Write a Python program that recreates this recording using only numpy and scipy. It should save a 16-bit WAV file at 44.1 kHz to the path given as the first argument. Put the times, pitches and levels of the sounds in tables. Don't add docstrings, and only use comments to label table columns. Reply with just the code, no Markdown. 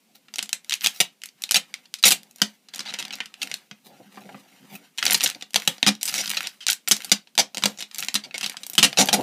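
import sys
import numpy as np
from scipy import signal
from scipy.fft import rfft, irfft
from scipy.io import wavfile
from scipy.ndimage import uniform_filter1d

SR = 44100
rng = np.random.default_rng(int(sys.argv[2]) if len(sys.argv) > 2 else 0)


def materialize(psi):
    bounded = np.clip(np.atleast_2d(psi).T, -1, 1)
    quanta = np.round(bounded * 32767).astype(np.int16)
    wavfile.write(sys.argv[1], SR, quanta)


N = 406602
PLACES = 6

# pitch_hz [Hz], level_db [relative dB per Hz]
FILM_COLOUR = [(290, -58), (500, -13.5), (647, -17), (746, -8.5), (1010, -6.5), (2370, -2), (3540, -3.5),
               (5210, -5.5), (9490, -5.5), (15200, -1)]
# pitch_hz [Hz], level_db [relative dB], t60_s [s to fall by 60 dB]
BOX_TONES = [(175, -14, 0.19), (210.2, 4, 0.17), (270.3, 7.5, 0.052), (376, 4, 0.031), (533, 5, 0.025),
             (752, 23, 0.0065), (1200, -4.5, 0.038)]


def from_db(db):
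    return 10 ** (np.asarray(db) / 20)


def unit(x, axis=None):
    return x / np.sqrt(np.sum(x ** 2, axis=axis, keepdims=True) + 1e-20)


def rms_one(x):
    return unit(x) * np.sqrt(x.size)


def low_pass(x, hz, order=1):
    return signal.lfilter(*signal.butter(order, hz, fs=SR), x)


def high_pass(x, hz):
    return signal.lfilter(*signal.butter(1, hz, "high", fs=SR), x)


def ring(x, hz, sharpness):
    return signal.lfilter(*signal.iirpeak(hz, sharpness, SR), x)


def colour(x, spectrum, size=512):
    hz, level_db = np.transpose(spectrum)
    grid_hz = np.linspace(1, SR / 2, size + 1)
    grid_db = np.interp(np.log(grid_hz), np.log(hz), level_db)
    cepstrum = irfft(np.log(from_db(grid_db)))
    cepstrum[1:size] *= 2
    cepstrum[size + 1:] = 0
    kernel = irfft(np.exp(rfft(cepstrum)))[:size]
    kernel = kernel.reshape((1,) * (x.ndim - 1) + (-1,))
    return signal.fftconvolve(x, kernel, axes=-1)[..., :x.shape[-1]]


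def drift(rate_hz):
    r = np.exp(-2 * np.pi * rate_hz / SR)
    noise = rng.standard_normal(N + SR)
    curve = signal.lfilter([1], [1, -2 * r, r * r], noise)
    return rms_one(curve[SR:])


def grains(shape, per_s, spread_db):
    draw = rng.random((3,) + shape)
    sizes = from_db(-spread_db * np.log(np.maximum(draw[0], .01)))
    signs = np.sign(draw[1] - .5)
    happens = draw[2] < per_s / SR
    return sizes * signs * happens


def room_hiss():
    hiss_colour = [(35, -49), (60, 4.5), (102, -26.5), (225, -4.5), (318, -14), (1650, -28), (1810, -33),
                   (2120, -20), (15200, -28)]
    hiss = colour(rng.standard_normal(N), hiss_colour, size=2048)
    return from_db(-64.5) * rms_one(hiss)


def box_modes(size):
    t = np.arange(size) / SR
    return np.array([from_db(level_db - 60 * t / t60_s) * np.sin(2 * np.pi * pitch_hz * t)
                     for pitch_hz, level_db, t60_s in BOX_TONES])


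def box_rumble():
    rub = from_db(3.5 * drift(15)) * rng.standard_normal(N)
    rub = signal.lfilter([1], [1, -.95], rub)
    box = box_modes(size=6000).sum(axis=0)
    return rms_one(signal.fftconvolve(rub, box)[:N])


def film_clicks(rustle_db):
    clicks = grains((N,), per_s=900 * from_db(5.0 * drift(29)), spread_db=6.5)
    dealt = rng.integers(0, PLACES, N)
    ringing = np.zeros(N)
    for k, hz in enumerate(np.geomspace(1600, 8000, PLACES)):
        ringing += ring(clicks * (dealt == k), hz, 1.3) / np.sqrt(hz)
    hiss = low_pass(from_db(2.5 * drift(30)) * rng.standard_normal(N), 4500)
    share = np.clip((rustle_db + 67) / 33, 0, 1)
    return colour(share * rms_one(ringing) + (1 - share) * rms_one(hiss), FILM_COLOUR)


def crumpling():
    # [dB, murmur of the box]
    crumples = [(0.668, 0.11, -63, 2, -67), (0.882, 0.07, -51, 4, -75), (1.393, 0.42, -59.5, -3, -66.5),
                (2.194, 0.092, -66, 3, -59.5), (2.395, 0.07, -53.5, 2.5, -59), (2.76, 0.43, -42, -23, -57),
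                (3.421, 0.092, -45, -2, -51), (3.918, 0.2, -61, -3.5, -57.5), (4.127, 0.27, -56, 0, -51.5),
                (4.452, 0.4, -59.5, -2.5, -60), (5.036, 0.2, -32.5, -1.5, -45),
                (5.601, 0.11, -42, 1.5, -55.5), (6.082, 0.33, -37, 2, -50.5),
                (6.959, 0.09, -42.5, 3.5, -51.5), (7.588, 0.11, -49.5, 2, -46.5),
                (7.972, 0.062, -38.5, 1.5, -54), (8.108, 0.18, -61, -7, -56.5),
                (8.373, 0.12, -42.5, -8, -62), (8.567, 0.38, -59, 3, -59.5), (8.853, 0.066, -48.5, 6, -44),
                (8.98, 0.25, -41.5, 4.5, -35)]
    rise_db_per_s, fall_db_per_s = 418.5, 161.5
    t = np.arange(N) / SR
    rustle_db, treble_db, rumble_db = np.full(N, -75.5), np.zeros(N), np.full(N, -72.0)
    for start_s, length_s, film_db, high_db, box_db in crumples:
        before_s = np.maximum(start_s - t, 0)
        after_s = np.maximum(t - start_s - length_s, 0)
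        below_db = rise_db_per_s * before_s + fall_db_per_s * after_s
        treble_db = np.where(film_db - below_db > rustle_db, high_db, treble_db)
        rustle_db = np.maximum(rustle_db, film_db - below_db)
        rumble_db = np.maximum(rumble_db, box_db - below_db)
    return rustle_db, treble_db, rumble_db


def handling():
    # [dB, box at the top]
    brushes = [(0.154, -47, 5.6, 15, 4250, -53), (0.846, -21, 14.3, 5.2, 2500, -52),
               (0.958, -43, 28, 57, 5070, -67.5), (3.865, -48, 18, 27, 4000, -47),
               (4.001, -63.5, 6.2, 14, 1210, -41), (4.649, -65, 15, 9.1, 1190, -47.5),
               (4.757, -39.5, 33.5, 9.4, 2390, -40), (5.362, -65, 7.3, 17, 2980, -38.5),
               (9.03, -50, 12, 21, 2500, -28), (9.198, -43, 12, 27, 2450, -21.5)]
    rustle_db, treble_db, rumble_db = crumpling()
    t, rumble = np.arange(N) / SR, box_rumble()
    rustle = rms_one(film_clicks(rustle_db))
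    dull = low_pass(rustle, 3600)
    treble = rustle - dull
    out = from_db(rustle_db) * (dull + from_db(treble_db) * treble)
    out += from_db(rumble_db) * rumble
    slide = colour(grains((N,), per_s=4800, spread_db=4.5), FILM_COLOUR)
    for top_s, level_db, rise_ms, fall_ms, pitch_hz, box_db in brushes:
        near = slice(int((top_s - .15) * SR), int((top_s + .15) * SR))
        ms = (t[near] - top_s) * 1000
        swell = from_db(-12 * np.where(ms < 0, -ms / rise_ms, ms / fall_ms))
        stroke = .5 * slide[near] + ring(slide[near], pitch_hz, 4.5)
        out[near] += swell * (from_db(level_db) * rms_one(stroke) + from_db(box_db) * rumble[near])
    return out


def snaps(size=6000):
    # [Hz, brightness]
    snap_list = [(0.284, -48.5, 4.3, 2680), (0.339, -34, 4, 4450), (0.3585, -22.5, 0.49, 5100),
                 (0.3844, -23, 2.3, 4550), (0.391, -15.5, 0.71, 3700), (0.4273, -25, 3.8, 4730),
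                 (0.458, -39, 1.5, 5000), (0.4924, -29, 1.3, 5140), (0.5299, -12.5, 1.05, 4650),
                 (0.646, -40, 0.76, 4830), (0.6959, -18, 0.62, 4870), (0.7092, -17, 0.46, 4100),
                 (0.7224, -17.5, 1.8, 3560), (0.7294, -20, 1.4, 4230), (0.7391, -12.5, 0.63, 4850),
                 (0.7536, -36, 1.7, 5700), (0.8094, -25.5, 0.43, 4340), (0.818, -26, 0.62, 3270),
                 (0.8447, -20.5, 7.2, 4320), (0.8613, -10.5, 1.3, 4400), (0.87, -9.5, 1.2, 4740),
                 (1.003, -11, 8.1, 4880), (1.2185, -32, 0.38, 4130), (1.2365, -27, 1.7, 4530),
                 (1.258, -29.5, 0.98, 5200), (1.2886, -41.5, 1.3, 3870), (1.421, -25.5, 0.69, 6450),
                 (1.438, -14, 0.48, 4600), (1.4919, -28.5, 1.1, 4030), (1.5104, -11.5, 1.9, 4800),
                 (1.5194, -14, 1.1, 5170), (1.5442, -16, 7.2, 4540), (1.5582, -15.5, 13.1, 4700),
                 (1.7408, -19.5, 0.62, 3820), (1.8563, -48, 3.6, 3550), (1.9405, -14.5, 0.27, 4500),
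                 (1.9865, -47, 12, 4500), (2.0279, -27, 2.9, 5500), (2.038, -10.5, 8.6, 3430),
                 (2.0534, -12, 22, 5230), (2.0803, -13, 9.5, 6400), (2.107, -13.5, 8, 5300),
                 (2.1202, -11.5, 5.9, 5600), (2.2324, -38.5, 0.7, 4970), (2.311, -39, 0.4, 6500),
                 (2.3601, -41, 1.3, 6400), (2.3843, -46, 1.6, 6300), (2.4177, -10, 4, 4150),
                 (2.6865, -44, 4.1, 3500), (2.7379, -36, 4.4, 4000), (2.7472, -28.5, 0.75, 4860),
                 (2.7596, -29, 1.2, 5600), (2.781, -31, 0.42, 4700), (2.793, -26.5, 2.9, 4070),
                 (2.805, -28, 3.1, 3750), (2.859, -38.5, 20, 3080), (2.886, -37.5, 23, 3400),
                 (2.939, -27, 3.7, 3540), (2.988, -31, 16.6, 4200), (3.026, -28, 2.1, 4000),
                 (3.051, -33.5, 3.7, 3600), (3.107, -31.5, 2.9, 3100), (3.1345, -33, 7.9, 3460),
                 (3.155, -33, 1.2, 6000), (3.204, -23.5, 3.9, 2450), (3.2582, -34.5, 2.1, 4230),
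                 (3.341, -31.5, 0.71, 3780), (3.4173, -28, 7.6, 4000), (3.4297, -23, 2.7, 4620),
                 (3.5149, -24.5, 2.1, 3560), (3.541, -22, 1.5, 4740), (3.7122, -35.5, 3, 2780),
                 (4.173, -39.5, 5.5, 920), (4.291, -43.5, 7.4, 990), (4.345, -40, 7.3, 955),
                 (4.977, -31, 1.2, 4500), (4.9838, -25.5, 7.7, 3630), (5.0273, -17, 2.9, 3120),
                 (5.0537, -18.5, 2.2, 6000), (5.0652, -12, 1.9, 3740), (5.08, -17, 0.99, 4200),
                 (5.1086, -14, 2.7, 4660), (5.125, -16.5, 2, 4440), (5.132, -10, 1.1, 7700),
                 (5.145, -13, 5.6, 4630), (5.2, -32, 2.3, 3800), (5.2078, -13, 0.72, 3940),
                 (5.2372, -16, 8.5, 5600), (5.2605, -16, 4.1, 3550), (5.275, -22.5, 3, 5100),
                 (5.3, -20.5, 0.99, 4930), (5.348, -35, 1.9, 3800), (5.411, -38, 2.5, 3870),
                 (5.424, -28, 2.5, 3580), (5.5067, -45, 1.4, 5700), (5.534, -38, 1.4, 4500),
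                 (5.5439, -13, 0.73, 4270), (5.559, -13.5, 4.8, 4430), (5.6761, -9, 2.95, 4800),
                 (5.782, -35, 0.89, 3500), (5.8287, -8.5, 1.45, 3280), (5.8652, -12, 3.3, 3430),
                 (5.8729, -14.5, 15.2, 4230), (5.8897, -13.5, 1.2, 3670), (5.9517, -33.5, 1.2, 4530),
                 (6.012, -35, 8.4, 4540), (6.0306, -11, 0.62, 5730), (6.0548, -25, 8.4, 6100),
                 (6.078, -26, 14.5, 5160), (6.141, -15.5, 0.58, 4840), (6.149, -27.5, 20, 4830),
                 (6.1794, -27, 35, 4300), (6.2584, -26.5, 2.6, 3800), (6.277, -24.5, 2.4, 4550),
                 (6.3033, -20, 0.6, 3570), (6.3453, -34, 6.4, 4080), (6.3708, -22.5, 7.8, 3100),
                 (6.4394, -35.5, 29, 2900), (6.4714, -18.5, 0.76, 4460), (6.606, -43.5, 32, 3630),
                 (6.6671, -11, 0.62, 4570), (6.679, -20, 0.41, 3500), (6.6842, -10, 0.69, 4670),
                 (6.6893, -17, 2.2, 3080), (6.7001, -15, 3.3, 4940), (6.709, -19, 1.5, 6560),
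                 (6.7152, -25, 1.2, 5700), (6.7199, -21.5, 1.6, 3480), (6.7304, -13, 0.5, 5800),
                 (6.8762, -22, 4.4, 3570), (6.8847, -16.5, 2.2, 7300), (6.9122, -9.5, 9.8, 4660),
                 (6.967, -24, 1.2, 4850), (7.046, -28, 4, 5270), (7.0958, -32, 1.3, 4860),
                 (7.1168, -9.5, 8.8, 4420), (7.2728, -46, 2.8, 3020), (7.353, -34, 1.3, 5200),
                 (7.3787, -6, 0.73, 4080), (7.387, -15, 17.2, 4280), (7.5466, -28, 2.5, 5060),
                 (7.5715, -17, 0.77, 4120), (7.5813, -20, 0.77, 4350), (7.6236, -29.5, 3.6, 3580),
                 (7.6374, -12, 2.3, 4030), (7.657, -13, 3.2, 4440), (7.775, -41, 2.2, 4300),
                 (7.7874, -37, 12, 4100), (7.806, -31, 6.5, 4600), (7.825, -24.5, 2.9, 4000),
                 (7.913, -37.5, 1.4, 3500), (7.946, -30.5, 1.8, 5450), (7.9879, -32, 13, 4860),
                 (8.0336, -28.5, 2.8, 3970), (8.0849, -18.5, 1.5, 3420), (8.1428, -18.5, 3, 5570),
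                 (8.1537, -18, 6.5, 4200), (8.2382, -41.5, 17, 3700), (8.31, -39, 2.5, 2550),
                 (8.343, -31.5, 14, 3300), (8.3804, -22, 0.87, 4500), (8.4108, -26.5, 2.9, 4300),
                 (8.43, -27, 8.2, 4200), (8.4425, -23.5, 3.5, 4000), (8.462, -21.5, 2.6, 4260),
                 (8.497, -25, 1.4, 4900), (8.5436, -36.5, 1.5, 1160), (8.569, -30, 2.8, 3660),
                 (8.6335, -32, 3.5, 4530), (8.666, -28, 1.5, 7600), (8.6989, -23, 0.68, 7600),
                 (8.7341, -33, 3.9, 5940), (8.7525, -27, 1.6, 5200), (8.7804, -11.5, 12.4, 4200),
                 (8.828, -11, 23.5, 4380), (8.929, -25, 1.7, 3120), (8.973, -19.5, 21, 4000),
                 (8.9861, -15.5, 30, 4370), (9.0072, -20, 20.6, 4630), (9.058, -17, 0.36, 7100),
                 (9.077, -25, 0.6, 7500), (9.087, -15.5, 4.6, 3900), (9.1294, -14.5, 7, 5150),
                 (9.139, -13.5, 7, 4500)]
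    # [dB, box thud beside a 1 ms snap]
    contact = [(0, -14), (0.45, -22), (0.72, -34), (1.0, -20.5), (1.25, -49), (1.6, -17.5), (1.94, -57),
               (2.06, -22), (2.42, -15), (3.2, -17), (3.4, -30.5), (3.71, -7), (4.25, -2), (4.98, -22.5),
               (5.3, -22), (5.56, -14), (5.88, -9.5), (6.06, -32), (6.25, -18.5), (6.7, -31.5), (7.12, -18),
               (7.65, -9), (7.82, -21.5), (8.2, -17.5), (8.7, -20), (9.0, -10.5), (9.22, -6)]
    start_s, level_db, length_ms, pitch_hz = np.transpose(snap_list)
    count = len(start_s)
    thud_db = np.interp(start_s, *np.transpose(contact)) + 1 * np.log2(length_ms)
    ms = np.clip(length_ms, .3, 90)[:, None]
    t_ms = np.arange(size) / SR * 1000

    force = grains((count, size), per_s=9000, spread_db=3.5)
    force *= from_db(-6.0 * np.maximum(t_ms - 0.92 * ms, 0) / np.sqrt(ms))
    force = unit(force, axis=1)
    force[:, :1] = 2.25 * ms ** -.6

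    film = colour(force, FILM_COLOUR)
    tone = rng.normal(0, 1, (count, 2))
    for k, centre_hz in enumerate(pitch_hz):
        patch_hz = centre_hz * from_db(3.95 * tone[k, 0])
        for ring_hz, width, share in [(centre_hz, 1.3, .8), (patch_hz, .2, .5)]:
            ringing = ring(film[k], min(ring_hz, .4 * SR), 1 / width)
            film[k] = (1 - share) * film[k] + share * ringing
        film[k] = high_pass(film[k], 0.38 * centre_hz)
        edge_hz = min(9500 * (centre_hz / 4500) ** 1.4, .45 * SR)
        film[k] = low_pass(film[k], edge_hz, order=2)

    bodies = from_db(rng.normal(0, 3.5, (count, len(BOX_TONES)))) @ box_modes(size)
    thud = signal.fftconvolve(force, bodies, axes=1)[:, :size]
    strength = from_db(level_db)[:, None] * np.sqrt(ms * SR / 1000)
    sound = strength * (unit(film, axis=1) + from_db(thud_db)[:, None] * unit(thud, axis=1))
    out = np.zeros((PLACES, N + size))
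    for k, at in enumerate((start_s * SR).astype(int)):
        out[k % PLACES, at:at + size] += sound[k]
    return out[:, :N]


def room(x, size=14000):
    tail_db, tail_t60_s, treble_t60_s, split_hz = -6, 0.17, 0.11, 2200
    near_db, near_t60_s = 0, 0.005
    t = np.arange(size) / SR
    noise = rng.standard_normal((2, PLACES, size))
    low = low_pass(noise[0], split_hz)
    treble = noise[0] - low
    tail = low * from_db(-60 * t / tail_t60_s) + treble * from_db(-60 * t / treble_t60_s)
    tail *= 1 - np.exp(-t / 0.0011)
    near = noise[1] * from_db(-60 * t / near_t60_s) * (t > .0006)
    echoes = from_db(tail_db) * unit(tail, axis=1) + from_db(near_db) * unit(near, axis=1)
    return (x + signal.fftconvolve(x, echoes, axes=1)[:, :N]).sum(axis=0)


def scene():
    hiss = room_hiss()
    roam = (np.arange(N) / 2000 - np.arange(PLACES)[:, None]) % PLACES
    here = np.maximum(1 - abs(roam - 1), 0)
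    bag = here * handling() + snaps()
    return (room(bag) + hiss)[None]


def record(dry):
    x = signal.sosfilt(signal.butter(6, 145, "high", fs=SR, output="sos"), dry)
    level_db = 10 * np.log10(uniform_filter1d(x[0] ** 2, 441) + 1e-12)
    fall_db = 30 * np.arange(N) / SR
    held_db = np.maximum.accumulate(level_db + fall_db) - fall_db
    duck_db = -.25 * np.maximum(held_db + 18.5, 0)
    r = np.exp(-1 / (0.054 * SR))
    x = x * from_db(signal.lfilter([1 - r], [1, -r], duck_db))
    x = x / (1 + (x / .8) ** 6) ** (1 / 6)
    x = high_pass(x, 90)
    return signal.sosfilt(signal.cheby2(16, 90, 16400, fs=SR, output="sos"), x)


dry = scene()
out = record(dry)
materialize(out)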